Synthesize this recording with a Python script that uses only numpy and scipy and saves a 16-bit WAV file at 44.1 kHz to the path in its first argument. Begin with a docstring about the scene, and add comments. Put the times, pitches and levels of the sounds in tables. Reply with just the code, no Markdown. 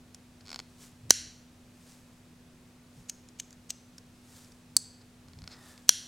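"""A lock-back pocket knife is worked by hand over a bamboo mat, close to two microphones in a small room.
A thumbnail creaks on the blade, the blade snaps into its lock, and the lock bar clicks three times.
The blade snaps shut, then the nail slips again, the blade grinds round and snaps into the lock once more.
Contacts are short force pulses that ring the knife; friction and skin are shaped noise throughout.
The room adds echoes, rumble, hum and hiss; the input stage flattens the loudest peaks."""
import sys
import numpy as np
from scipy import signal
from scipy.fft import rfft, irfft
from scipy.io import wavfile
from scipy.ndimage import map_coordinates

SR = 44100
rng = np.random.default_rng(int(sys.argv[2]) if len(sys.argv) > 2 else 0)


def transcribe(u):
    """Save the signal u as a 16-bit wav file named by the first command-line argument.

    u: samples, shape (n,) or (channels, n), limited to [-1, 1]; the rate is SR.
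    q: integer samples, one column per channel.
    """
    v = np.clip(np.atleast_2d(u).T, -1, 1)
    q = np.round(v * 32767).astype(np.int16)
    wavfile.write(sys.argv[1], SR, q)


N = 267951
T = np.arange(N) / SR

# Blade snapping into the lock: start_s, level_db (over 1 ms), recoil_hz, recoil_peak_db (before panning)
LOCK_SNAPS = [(1.1065, 4.5, 503, -11), (5.892, 3.5, 840, -9)]
# Spring pulling the blade into the handle: start_s, level_db (over 1 ms)
SHUT_SNAPS = [(4.7666, -5.5)]
# Lock bar pressed by the thumb: start_s, level_db (over 1 ms)
BAR_PRESSES = [(3.0965, -25), (3.3989, -25.5), (3.7042, -22.5)]
# Single slips of the thumbnail on the blade: start_s, level_db (over 1 ms)
SINGLE_NAIL_SLIPS = [(0.5912, -30.5), (0.6002, -34), (5.2843, -50.5), (5.334, -48.5), (5.3884, -46.5),
                     (5.4193, -45.5), (5.4403, -44), (5.4764, -33.5), (5.778, -46.5)]
# Play in the pivot: start_s, level_db (over 1 ms)
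PIVOT_PLAY = [(.1461, -38.5), (3.2874, -46.5), (3.5069, -46.5), (3.5279, -45.5), (3.9814, -39.5),
              (4.4462, -49), (4.5197, -50)]
# Blade friction in the pivot as it swings out: centre_s, length_s, level_db
BLADE_SWINGS = [(5.64, 0.34, -60)]
# Strokes of skin over the handle: centre_s, length_s, level_db
SKIN_STROKES = [(0.839, .07, -55), (1.91, .15, -61.5), (3.0, .1, -69.5), (4.377, .15, -58),
                (5.684, .12, -58), (6.05, 0.17, -62.5)]
# Thumb rubbing along the blade: centre_s, length_s, level_db
THUMB_RUBS = [(.411, 0.0084, -56), (.55, 0.1, -61), (5.015, 0.017, -59.5), (5.53, 0.056, -52)]
# Soft bumps of the hands on the handle: centre_s, length_s, level_db
HAND_BUMPS = [(1.066, 0.12, -52.5), (1.23, 0.18, -54), (2.999, 0.064, -52.5), (5.28, 0.066, -54),
              (5.41, .14, -49)]

# Resonances of each part: pitch_hz, width_hz, level_db (relative)
# Knife open and locked; the last, very wide one is the crack of the contact
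OPEN_KNIFE_MODES = [(1530, 260, -14.5), (3214, 450, -8), (4136, 620, -5.5), (5785, 310, -2),
                    (6170, 230, -0.5), (6904, 470, -9), (8830, 500, -9.5), (9890, 590, -9),
                    (10850, 570, -15), (11400, 610, -19.5), (12500, 1600, -22.5), (7000, 6300, -18.5)]
# Knife closed, again with the wide crack last
SHUT_KNIFE_MODES = [(1710, 1400, -26), (4060, 1200, -5), (4423, 620, 4.5), (6300, 1100, -0.5),
                    (7720, 810, 2), (8900, 570, 5), (11190, 1700, -17.5), (13800, 2000, -12),
                    (7100, 6100, -15)]
# Lock bar: pitch_hz, width_hz, level_db
LOCK_BAR_MODES = [(1919, 700, -15.5), (2800, 400, -6.5), (4070, 780, -6), (5880, 1000, -1.5),
                  (6700, 790, 1), (8160, 860, -5), (9706, 1100, -13.5), (13200, 2400, -21)]
# Nail and gripped blade: pitch_hz, width_hz, level_db
NAIL_BLADE_MODES = [(746, 410, -7.5), (1450, 190, -5), (2275, 1040, -10.5), (4240, 520, -2.5),
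                    (5088, 330, -0.5), (7000, 1340, -12.5), (12570, 2000, -31.5)]
# Pivot: pitch_hz, width_hz, level_db
PIVOT_JOINT_MODES = [(1510, 260, -8), (3320, 1500, -11.5), (4810, 170, 1.5), (5440, 350, 0.5),
                     (6860, 1600, -4), (10460, 2000, -12.5), (13340, 1500, -21)]
# Half-open blade: pitch_hz, width_hz, level_db
HALF_OPEN_MODES = [(1090, 600, -5), (1850, 98, 1.5), (3640, 160, -6), (5000, 300, -11)]

# Noise colours: frequency_hz, level_db (per Hz, relative)
# Skin sliding on the handle
SKIN_COLOUR = [(400, -9), (1200, -2.5), (3000, -2.5), (5200, 1), (8000, 1.5), (10000, -3), (13000, -8.5),
               (16000, -14)]
# Wall echoes: frequency_hz, level_db
ECHO_COLOUR = [(150, -7.5), (900, -7), (1600, 0), (4000, 2.5), (6000, 1.5), (9000, 1.5), (12000, -1.5),
               (16000, -4.5)]
# Room rumble: frequency_hz, level_db
AIR_COLOUR = [(20, -10.5), (47, -8), (62, -8), (100, 1), (135, -4.5), (165, -2), (210, -8), (300, -10.5),
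              (500, -15), (1000, -21), (3000, -26.5), (8000, -30.5), (15000, -39.5)]
# Self-noise of each microphone: frequency_hz, level_db
HISS_COLOUR = [(20, -3.5), (70, 9), (170, 12.5), (350, 6.5), (1000, 5.5), (4000, 2), (10000, -4),
               (16000, -16.5)]
# Hum of an appliance: pitch_hz, level_db (rms)
HUM_TONES = [(245.2, -60), (48.7, -75.5), (2540, -83.5)]

# The nail creaks as the pull builds: first and last slip, growth of each wait between slips
CREAK_FROM_S, CREAK_TO_S, CREAK_GROWTH = .4551, .5599, 1.085
CREAK_DB, CREAK_RISE_DB = -31, 19  # level the slips climb towards, and how far below it the first one lies
SCRAPE_S = 0.012  # steel scrapes over the spring for this long before it lets go
HOLD_DB = -79.5  # skin on the handle while the hands only hold it
AIR_DB, HISS_DB = -58.5, -67.5
TOP_HZ = 16200


def undb(db):
    """Decibels to gain."""
    return 10 ** (np.asarray(db) / 20)


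def add(track, s, sound):
    """Mix a sound into a track at time s."""
    start = max(int(s * SR), 0)
    part = sound[:max(N - start, 0)]
    track[start:start + len(part)] += part


def swells(rows):
    """Smooth rises and falls of gain from (centre_s, length_s, level_db) rows."""
    return sum(undb(db) * np.exp(-(2 * (T - s) / length) ** 2) for s, length, db in rows)


def coloured(points, size=N):
    """Noise of rms 1 with a spectrum of (frequency_hz, level_db) points."""
    hz, db = np.transpose(points)
    bins = np.maximum(np.fft.rfftfreq(size, 1 / SR), 1)
    gain = undb(np.interp(np.log(bins), np.log(hz), db))
    noise = irfft(rfft(rng.standard_normal(size)) * gain, size)
    return noise / noise.std()


def ring(push, modes, size=1024):
    """Damped resonances driven by a force; neighbouring modes swing in opposite directions."""
    t = np.arange(size) / SR
    body = np.zeros(size)
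    for k, (hz, width, db) in enumerate(modes):
        decay = np.exp(-np.pi * width * t)
        body += (-1) ** k * undb(db) * width * decay * np.sin(2 * np.pi * hz * t)
    return signal.fftconvolve(push, body)


def clicks(events, modes, bounce_s, bounce_db, chatter_db, chatter_s, size=1024):
    """Each contact is a hard blow, one bounce and a brief chatter of the loose parts; the struck part rings."""
    track, t = np.zeros(N), np.arange(size) / SR
    for s, db, *_ in events:
        chatter = rng.standard_normal(size) * np.exp(-t / chatter_s)
        push = undb(chatter_db) * chatter / np.linalg.norm(chatter)
        push[0] += 1  # the blow
        push += undb(bounce_db) * np.sinc((t - bounce_s) * SR)
        sound = ring(push, modes)
        # level the click's whole energy as if it were spread over 1 ms
        sound *= np.sqrt(SR / 1000) / np.linalg.norm(sound)
        add(track, s, undb(db) * sound)
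    return track


def recoil(delay_s=0.0009, pan_db=-3.0):
    """The whole knife jerks once in the hand as it locks: one low swing of pressure, heard only close by."""
    track = np.zeros(N)
    for s, _, hz, db in LOCK_SNAPS:
        phase = 2 * np.pi * hz * (T - s - delay_s)
        track += undb(db) * phase * np.exp((1 - phase ** 2) / 2)
    return track * undb(np.array([[pan_db], [-pan_db]]) / 2)


def creak(count=10, ease=1.8):
    """Stick and slip: as the pull grows the nail holds longer and lets go harder; gives (start_s, level_db)."""
    k = np.arange(count)
    share = (CREAK_GROWTH ** k - 1) / (CREAK_GROWTH ** k[-1] - 1)
    slip_s = CREAK_FROM_S + (CREAK_TO_S - CREAK_FROM_S) * share
    slip_db = CREAK_DB - CREAK_RISE_DB * (1 - k / count) ** ease
    return list(zip(slip_s, slip_db))


def scrapes(events, relative_db, rise_db=12):
    """Gritty friction of tang on spring that grows and runs on into each click, in step with its strength."""
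    track, count = np.zeros(N), int((SCRAPE_S + .003) * SR)  # runs 3 ms past the contact
    for s, db, *_ in events:
        force = rng.standard_normal(count) * rng.exponential(size=count)
        grit = ring(force, LOCK_BAR_MODES)[:count]
        level = undb(db + relative_db + np.linspace(-rise_db, 0, count))
        add(track, s - SCRAPE_S, grit / grit.std() * level)
    return track


def swing(sag_per_s=.4):
    """The tang grinds on the spring as the blade turns; the blade rings faintly, sinking in pitch."""
    track = np.zeros(N)
    for s, length, db in BLADE_SWINGS:
        force = rng.standard_normal(N) * rng.exponential(size=N)
        grind = ring(force, HALF_OPEN_MODES)[:N]
        # playback speed starts above 1 and falls through it mid-swing
        pitch = 1 - sag_per_s * np.clip(T - s, -length, length)
        bent = map_coordinates(grind / grind.std(), [np.cumsum(pitch)], mode="mirror")
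        track += swells([(s, length, db)]) * bent
    return track


def hands(grain_db=2):
    """Skin hisses as it slides, grainy from its ridges; the thumb rubs the blade; grip changes bump dully."""
    grain = undb(grain_db * coloured([(20, -0.5), (300, -5.5), (1000, -41)]))
    sliding = undb(HOLD_DB)
    for s, length, db in SKIN_STROKES:
        sliding = sliding + undb(db) / (1 + (2 * (T - s) / length) ** 2)
    swish = coloured(SKIN_COLOUR) * sliding
    rub = ring(rng.standard_normal(N), NAIL_BLADE_MODES)[:N]
    rub = swells(THUMB_RUBS) * rub / rub.std()
    bump = coloured([(30, -19), (90, -1.0), (130, -4.5), (250, -17.5), (900, -43.0), (4000, -78.0)])
    return grain * (swish + rub) + swells(HAND_BUMPS) * bump


def mat_echo(x, lag_s, echo_db):
    """The mat under the hands throws each click back once."""
    return undb(echo_db) * np.pad(x, (int(lag_s * SR), 0))[:N]


def widen(x, lag_s=4e-6):
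    """A tiny lag between the two channels widens the knife's sound slightly, mostly in the treble."""
    turn = np.exp(1j * np.pi * np.fft.rfftfreq(N, 1 / SR) * lag_s)
    return irfft(rfft(x) * np.array([turn, turn.conj()]), N)


def room(x, wet_db=-25, t60_low_s=0.45, t60_high_s=0.28, hold_s=0.34, side_db=-27):
    """After 5 ms of silence the wall echoes hold almost level, then die away, the treble first."""
    t = T[:SR * 2 // 3]
    # both microphones hear the echoes almost alike
    middle, side = coloured(ECHO_COLOUR, len(t)), coloured(ECHO_COLOUR, len(t))
    echoes = middle + undb(side_db) * side * np.array([[1], [-1]])
    low = signal.sosfiltfilt(signal.butter(2, 7500, fs=SR, output="sos"), echoes)
    low_tail = low * np.exp(-np.log(1000) * t / t60_low_s)
    high_tail = (echoes - low) * np.exp(-np.log(1000) * t / t60_high_s)
    # a slowly growing gain offsets part of the early decay
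    tail = (low_tail + high_tail) * (1 - .8 * np.exp(-t / hold_s)) * (t > .005)
    tail /= np.linalg.norm(tail[0])
    return undb(wet_db) * signal.fftconvolve(x[None], tail, axes=1)[:, :N]


def background():
    """Room rumble and an appliance's steady tones, with separate hiss in each microphone."""
    hum = sum(undb(db) * np.sqrt(2) * np.sin(2 * np.pi * (hz * T + rng.random())) for hz, db in HUM_TONES)
    rumble = undb(AIR_DB) * coloured(AIR_COLOUR)
    hiss = undb(HISS_DB) * np.array([coloured(HISS_COLOUR), coloured(HISS_COLOUR)])
    return rumble + hum + hiss


def scene():
    """Knife and hands close to the middle, the low recoil leaning to one side, the room around them."""
    locks = clicks(LOCK_SNAPS, OPEN_KNIFE_MODES,
                   bounce_s=.00069, bounce_db=-12, chatter_db=-9, chatter_s=.001)
    shuts = clicks(SHUT_SNAPS, SHUT_KNIFE_MODES,
                   bounce_s=.00064, bounce_db=-6, chatter_db=-6, chatter_s=.002)
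    bar = clicks(BAR_PRESSES, LOCK_BAR_MODES,
                 bounce_s=0.000496, bounce_db=-11, chatter_db=5.0, chatter_s=0.0023)
    nail = clicks(creak() + SINGLE_NAIL_SLIPS, NAIL_BLADE_MODES,
                  bounce_s=.0009, bounce_db=-6, chatter_db=-7, chatter_s=.002)
    pivot = clicks(PIVOT_PLAY, PIVOT_JOINT_MODES,
                   bounce_s=.0005, bounce_db=-25, chatter_db=8, chatter_s=.002)
    friction = scrapes(LOCK_SNAPS, relative_db=-41.5) + scrapes(BAR_PRESSES, relative_db=-18.5) + swing()
    near = locks + shuts + bar + nail + pivot + friction + hands()
    # the echo from the mat depends on how high and which way the knife is held
    mat = mat_echo(locks, lag_s=0.0033, echo_db=-24.5)
    mat += mat_echo(shuts, lag_s=0.0041, echo_db=-14.5)
    mat += mat_echo(bar + nail + pivot, lag_s=0.0027, echo_db=-14.5)
    # the lock bar faces away from the microphones, so more of its click comes by way of the walls
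    to_walls = near + undb(-5) * bar
    return widen(near + mat) + recoil() + room(to_walls) + background()


def record(dry, ceiling=0.84):
    """The input stage flattens peaks above its ceiling; a steep low-pass then cuts the top."""
    limited = np.clip(dry, -ceiling, ceiling)
    return signal.sosfilt(signal.ellip(8, .2, 70, TOP_HZ, fs=SR, output="sos"), limited)


dry = scene()
out = record(dry)
transcribe(out)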